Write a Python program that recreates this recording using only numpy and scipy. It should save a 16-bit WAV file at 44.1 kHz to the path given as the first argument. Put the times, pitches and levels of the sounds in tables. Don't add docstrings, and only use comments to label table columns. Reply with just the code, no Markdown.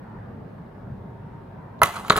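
import sys
import numpy as np
from scipy import signal
from scipy.fft import rfft, irfft
from scipy.io import wavfile
from scipy.ndimage import uniform_filter1d

SR = 44100
rng = np.random.default_rng(int(sys.argv[2]) if len(sys.argv) > 2 else 0)


def dump_mix(stems):
    frames = np.atleast_2d(stems).T
    limited = np.clip(frames, -1, 1)
    pcm = np.round(limited * 32767).astype(np.int16)
    wavfile.write(sys.argv[1], SR, pcm)


N = 96843
TIME = np.arange(N) / SR
BURST_ALIKE = 0.89


def amp(db):
    return 10 ** (np.asarray(db) / 20)


def unit(x):
    return x / np.sqrt(np.mean(x ** 2) + 1e-20)


def at_hz(points, hz):
    f, value = np.transpose(points)
    return np.interp(np.log(hz + 1), np.log(f + 1), value)


def at_time(points, t):
    return np.interp(t, *np.transpose(points))


def add(mix, s, sound):
    part = mix[:, round(s * SR):][:, :sound.shape[1]]
    part += sound[:, :part.shape[1]]


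def colour(x, points):
    hz = np.fft.rfftfreq(x.shape[-1], 1 / SR)
    return irfft(rfft(x) * amp(at_hz(points, hz)), x.shape[-1])


def pair(z, alike):
    c = np.clip(alike, -1, 1)
    return np.array([z[0], c * z[0] + np.sqrt(1 - c ** 2) * z[1]])


def patches(shape, bins, frames):
    noise = uniform_filter1d(rng.standard_normal(shape), size=bins, axis=0)
    return unit(uniform_filter1d(noise, size=frames, axis=1))


# (f/Hz, relative level/dB per Hz)
RUMBLE_COLOUR = [(15, -47), (25, -13), (43, -5), (70, -15.5), (102, 2), (161, -4), (190, -2), (335, -14.5),
                 (394, -10), (427, -13), (714, -15), (936, -15.5), (1130, -20.5), (1740, -24.5),
                 (2610, -39.5), (4740, -50.5), (6920, -60), (13200, -58.5), (16000, -63.5)]
# (f/Hz, likeness 0-1)
RUMBLE_LIKENESS = [(60, 0.98), (180, 0.9847), (550, 0.32), (1650, 0.27), (4970, 0.097), (15000, 0.3677)]
# (t/s, lift/dB)
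BASS_LIFT = [(0, -1.5), (.45, 1.5), (.7, -2), (.87, 1), (.92, 9), (.98, 0.5), (1.2, -0.5), (1.65, -1),
             (2.2, 0)]
# (t/s, lift/dB)
MID_LIFT = [(0, -0.5), (.18, 1.5), (.42, -2.5), (.9, -3.5), (1.35, -3), (1.65, -1), (2.2, -3)]
# (t/s, lift/dB)
MOAN_LIFT = [(0, -1), (.07, -1), (.14, 8), (.2, -2), (2.2, 5.5)]


def rumble(level_db=-39.5, patch_db=1.5, bass_hz=220, mid_hz=1500, moan_hz=1000, moan_width_hz=110):
    noise = rng.standard_normal((2, N))
    hz, t, z = signal.stft(noise, SR, nperseg=2048, noverlap=1536)
    f = hz[:, None]
    bass = at_time(BASS_LIFT, t) / (1 + (f / bass_hz) ** 4)
    middle = at_time(MID_LIFT, t) * np.exp(-2 * np.log((f + 1) / mid_hz) ** 2)
    moan = at_time(MOAN_LIFT, t) * np.exp(-((f - moan_hz) / moan_width_hz) ** 2)
    flicker = patch_db * patches(z.shape[1:], 8, 10)
    level = at_hz(RUMBLE_COLOUR, f) + bass + middle + moan + flicker
    z = pair(z, at_hz(RUMBLE_LIKENESS, f)) * amp(level)
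    sound = signal.istft(z, SR, nperseg=2048, noverlap=1536)[1][:, :N]
    low_cut = signal.butter(4, 35, "high", fs=SR, output="sos")
    return amp(level_db) * unit(signal.sosfilt(low_cut, sound))


# (t/s, rms level/dB)
WHINE_LEVEL = [(0, -63), (.55, -71), (.8, -60), (.95, -65), (1.12, -56.5), (1.2, -58), (1.36, -55),
               (1.5, -62.5), (1.65, -62.5), (2.2, -67)]


def whine(centre_hz=920, waver_share=0.0032):
    waver = unit(uniform_filter1d(rng.standard_normal(N), size=2000))
    hz = centre_hz * (1 + waver_share * waver)
    return amp(at_time(WHINE_LEVEL, TIME)) * unit(np.sin(2 * np.pi * np.cumsum(hz) / SR))


# (f/Hz, relative level/dB, t60/s when ringing free)
SHELL_MODES = [(159.2, -31.5, .12), (353, -32, 0.04), (443, -24, 0.11), (663, -10, .13), (811, -7, 0.069),
               (975, -3, 0.075), (1099.6, -10.5, .15), (1290, 1, 0.074), (1353, -5.5, 0.097),
               (1640, -36, .06), (1775, -12.5, .09), (2045, -5.5, 0.079), (2340, -30, 0.079),
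               (3420, -42, .1)]


def shell(ring, tilt_db, t, rise_s=0.00074, pivot_hz=1200, stagger_rad=0.9):
    modes = np.zeros(len(t))
    for k, (hz, db, t60) in enumerate(SHELL_MODES):
        tilted_db = db + tilt_db * np.log2(hz / pivot_hz)
        decay_db = -60 * t / (t60 * max(ring, .05))
        modes += amp(tilted_db + decay_db) * np.sin(2 * np.pi * hz * t + stagger_rad * k ** 2)
    return modes * (1 - np.exp(-t / rise_s))


def panel(t, peak_hz=1312, peak_s=0.00187, sag=0.26):
    u = t / peak_s
    hz = peak_hz * (1 - sag * np.tanh(u - 1))
    return (u * np.exp(1 - u)) ** 2 * np.sin(2 * np.pi * np.cumsum(hz) / SR)


def burst(points, t60, t, attack_s=0.00044):
    envelope = (1 - np.exp(-t / attack_s)) * amp(-60 * t / t60)
    noise = pair(rng.standard_normal((2, len(t))), BURST_ALIKE)
    return unit(envelope * colour(noise, points)) * np.sqrt(np.mean(envelope ** 2))


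# (f/Hz, relative level/dB per Hz)
THUMP_COLOUR = [(25, -45), (45, -24), (70, -7.5), (130, 1.5), (260, -11), (400, -5), (520, -8), (1500, -12),
                (4000, -74)]


def thump(t):
    return burst(THUMP_COLOUR, 0.041, t)[0]


# (f/Hz, relative level/dB per Hz)
SNAP_COLOUR = [(300, -25), (1200, -10.5), (2150, -0.5), (2800, -3), (3500, -4), (4250, -2), (5200, -30),
               (5900, -30), (6700, -15.5), (8500, -35), (16000, -48.5)]


def snap(t):
    return burst(SNAP_COLOUR, 0.018, t)


# (f/Hz, relative level/dB per Hz)
GRIT_COLOUR = [(800, 6.5), (3000, 8), (4300, -5.5), (5200, -2.5), (6300, -4), (7600, -14), (8400, -11),
               (9400, -2.5), (11200, 1.5), (12300, 1), (13500, -1), (15500, -2)]


def grit(t):
    return burst(GRIT_COLOUR, 0.014, t)


# (f/Hz, level/dB against the direct sound, width/Hz)
RIM_MODES = [(3420, -10.5, 320), (3990, -4.5, 330), (6500, 3, 260), (7560, 6.5, 270), (9670, 2.5, 300),
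             (10810, 10.5, 150), (13500, 5.5, 220), (15600, -3, 203.7)]


def rim(x, level_db=-2.5):
    sound = x.copy()
    for hz, db, width in RIM_MODES:
        sound += amp(db) * signal.lfilter(*signal.iirpeak(hz, hz / width, fs=SR), x)
    return amp(level_db) * sound


FLOOR_CONTACTS = [(1.791, -62, 0, -6.5, -67, -60, -48.5, -72, -3),
                  (1.817, -4.5, 0.74, -3, -26, -35, -20, -17, -1.5),
                  (1.8300, -24, 0.8, -9.5, -34, -16, -34, -42, 5.5),
                  (1.8325, -19.5, .6, 10, -37, -34, -18.5, -2.5, 0),
                  (1.8360, -14, 0.3, 12, -16, -27, -26, -24, 23),
                  (1.8580, -30, 0.9, 2, -44, -38, -31, -28, -19.5),
                  (1.9650, -35, 1., -6, -34, -50, -39.5, -47, -20),
                  (2.0482, -56, .12, -1.5, -27.5, -50, -62, -64, -7),
                  (2.0815, -45, 0.4, 2.5, -33, -49, -33, -31.5, -5),
                  (2.0984, -33, 0, 0, -19.5, -16, -6.5, -34, 0.5),
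                  (2.1036, -8.5, 0.23, -8, 0.5, -11, -8, -25, 7.5),
                  (2.1202, -25, 0.12, 2, -34, -34, -19, -26, 1),
                  (2.1222, -28, 0.4, 8, -14, -30, -37, -44, 7),
                  (2.1275, -22.5, 0.6, -7, -24, -27, -24, -28, 4),
                  (2.1358, -28.5, 0.55, -10, -25, -21, -44.5, -48, 3),
                  (2.1582, -42, 0.02, -1, -14.5, -21, -47, -54, -5),
                  (2.1645, -34, 0.1, 2, -25, -24.5, -23, -21, 14.5),
                  (2.1732, -36, .4, -1, -22, -23, -24, -17, -6),
                  (2.1777, -23.5, 0.5, -7, -17, -33, -36, -36, 0),
                  (2.1832, -31, 0.37, -11.5, -16, -32, -24, -39, 4)]


def knocks():
    body, edge = np.zeros((2, N)), np.zeros((2, N))
    t = np.arange(2 ** 13) / SR
    for s, shell_db, ring, tilt_db, panel_db, thump_db, snap_db, grit_db, pan_db in FLOOR_CONTACTS:
        hollow = amp(shell_db) * shell(ring, tilt_db, t) + amp(panel_db) * panel(t)
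        add(body, s, hollow[None] + amp(thump_db) * thump(t))
        crack = amp(snap_db) * snap(t) + amp(grit_db) * grit(t)
        add(edge, s, crack * amp([[pan_db / 2], [-pan_db / 2]]))
    return body + rim(edge)


# (t/s, level/dB)
DRAG_LEVEL = [(1.82, -38), (1.85, -22.5), (1.92, -42), (1.97, -32), (2.04, -45.5), (2.085, -37),
              (2.12, -26), (2.15, -37), (2.18, -18), (2.2, -44)]
# (f/Hz, relative level/dB per Hz)
DRAG_SPECTRUM = [(25, -30), (70, -4), (200, -14), (500, -2.5), (700, 7), (1200, 6.5), (1900, -1.5),
                 (2800, -10.5), (3800, -8.5), (5300, -16.5), (7200, -11.5), (8600, -18.5), (10500, -16.5),
                 (16000, -36)]


def drag(slips_per_s=2000, spread_db=3, patch_db=4):
    sizes = amp(spread_db * np.minimum(rng.exponential(1, N), 4))
    slips = (rng.random(N) < slips_per_s / SR) * sizes
    signs = pair(rng.choice([-1, 1], (2, N)), BURST_ALIKE)
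    z = signal.stft(colour(slips * signs, DRAG_SPECTRUM), nperseg=512)[2]
    z = z * amp(patch_db * patches(z.shape[1:], 3, 7))
    grains = signal.istft(z, nperseg=512)[1][:, :N]
    started = TIME > DRAG_LEVEL[0][0]
    return unit(grains) * amp(at_time(DRAG_LEVEL, TIME)) * started


# (f/Hz, radians by which left leads)
PORT_LEAD = [(0, 0.5), (500, -0.04), (1100, -0.67), (2200, -1.43), (4000, -1.56), (8000, -0.97),
             (16000, -1.76)]
# (f/Hz, L-R/dB)
PORT_SHADING = [(60, 0.65), (110, 0.61), (200, 0.282), (380, -0.5), (700, -1.2), (1290, -1.5), (2380, -3.2),
                (4400, 1.7), (8120, -0.22), (15000, 0.0)]


def ports(x):
    hz = np.fft.rfftfreq(N, 1 / SR)
    half_db = at_hz(PORT_SHADING, hz) / 2
    left = amp(half_db) * np.exp(1j * at_hz(PORT_LEAD, hz))
    return irfft(rfft(x) * np.array([left, amp(-half_db)]), N)


# (f/Hz, t60/s)
GARAGE_DECAY = [(150, 0.04), (600, 0.23), (1400, 0.28), (3700, 0.94), (9000, 0.9), (16000, 0.55)]
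# (f/Hz, relative level/dB)
GARAGE_TONE = [(100, -1), (500, 4), (1200, 0), (2200, -2), (4000, -3.5), (7000, -9.5), (15000, -6)]


def garage(x, level_db=-10, alike=0.46, first_echo_s=0.0027):
    noise = pair(rng.standard_normal((2, SR // 2)), alike)
    hz, t, z = signal.stft(noise, SR, nperseg=256)
    z = z * amp(-60 * t / at_hz(GARAGE_DECAY, hz)[:, None])
    tail = signal.istft(z, SR, nperseg=256)[1]
    tail = colour(tail / np.linalg.norm(tail[0]), GARAGE_TONE)
    tail = tail * np.clip(np.arange(tail.shape[1]) / SR / first_echo_s - 1, 0, 1)
    return amp(level_db) * signal.fftconvolve(x.mean(0)[None], tail, axes=1)[:, :N]


def scene():
    background = rumble() + whine()
    part = knocks() + drag()
    return background + ports(part) + garage(part)


def record(dry):
    rounded = dry / (1 + dry ** 6) ** (1 / 6)
    band_limit = signal.firwin(511, 15900, window=("kaiser", 9), fs=SR)
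    return signal.oaconvolve(rounded, band_limit[None], "same")


dry = scene()
out = record(dry)
dump_mix(out)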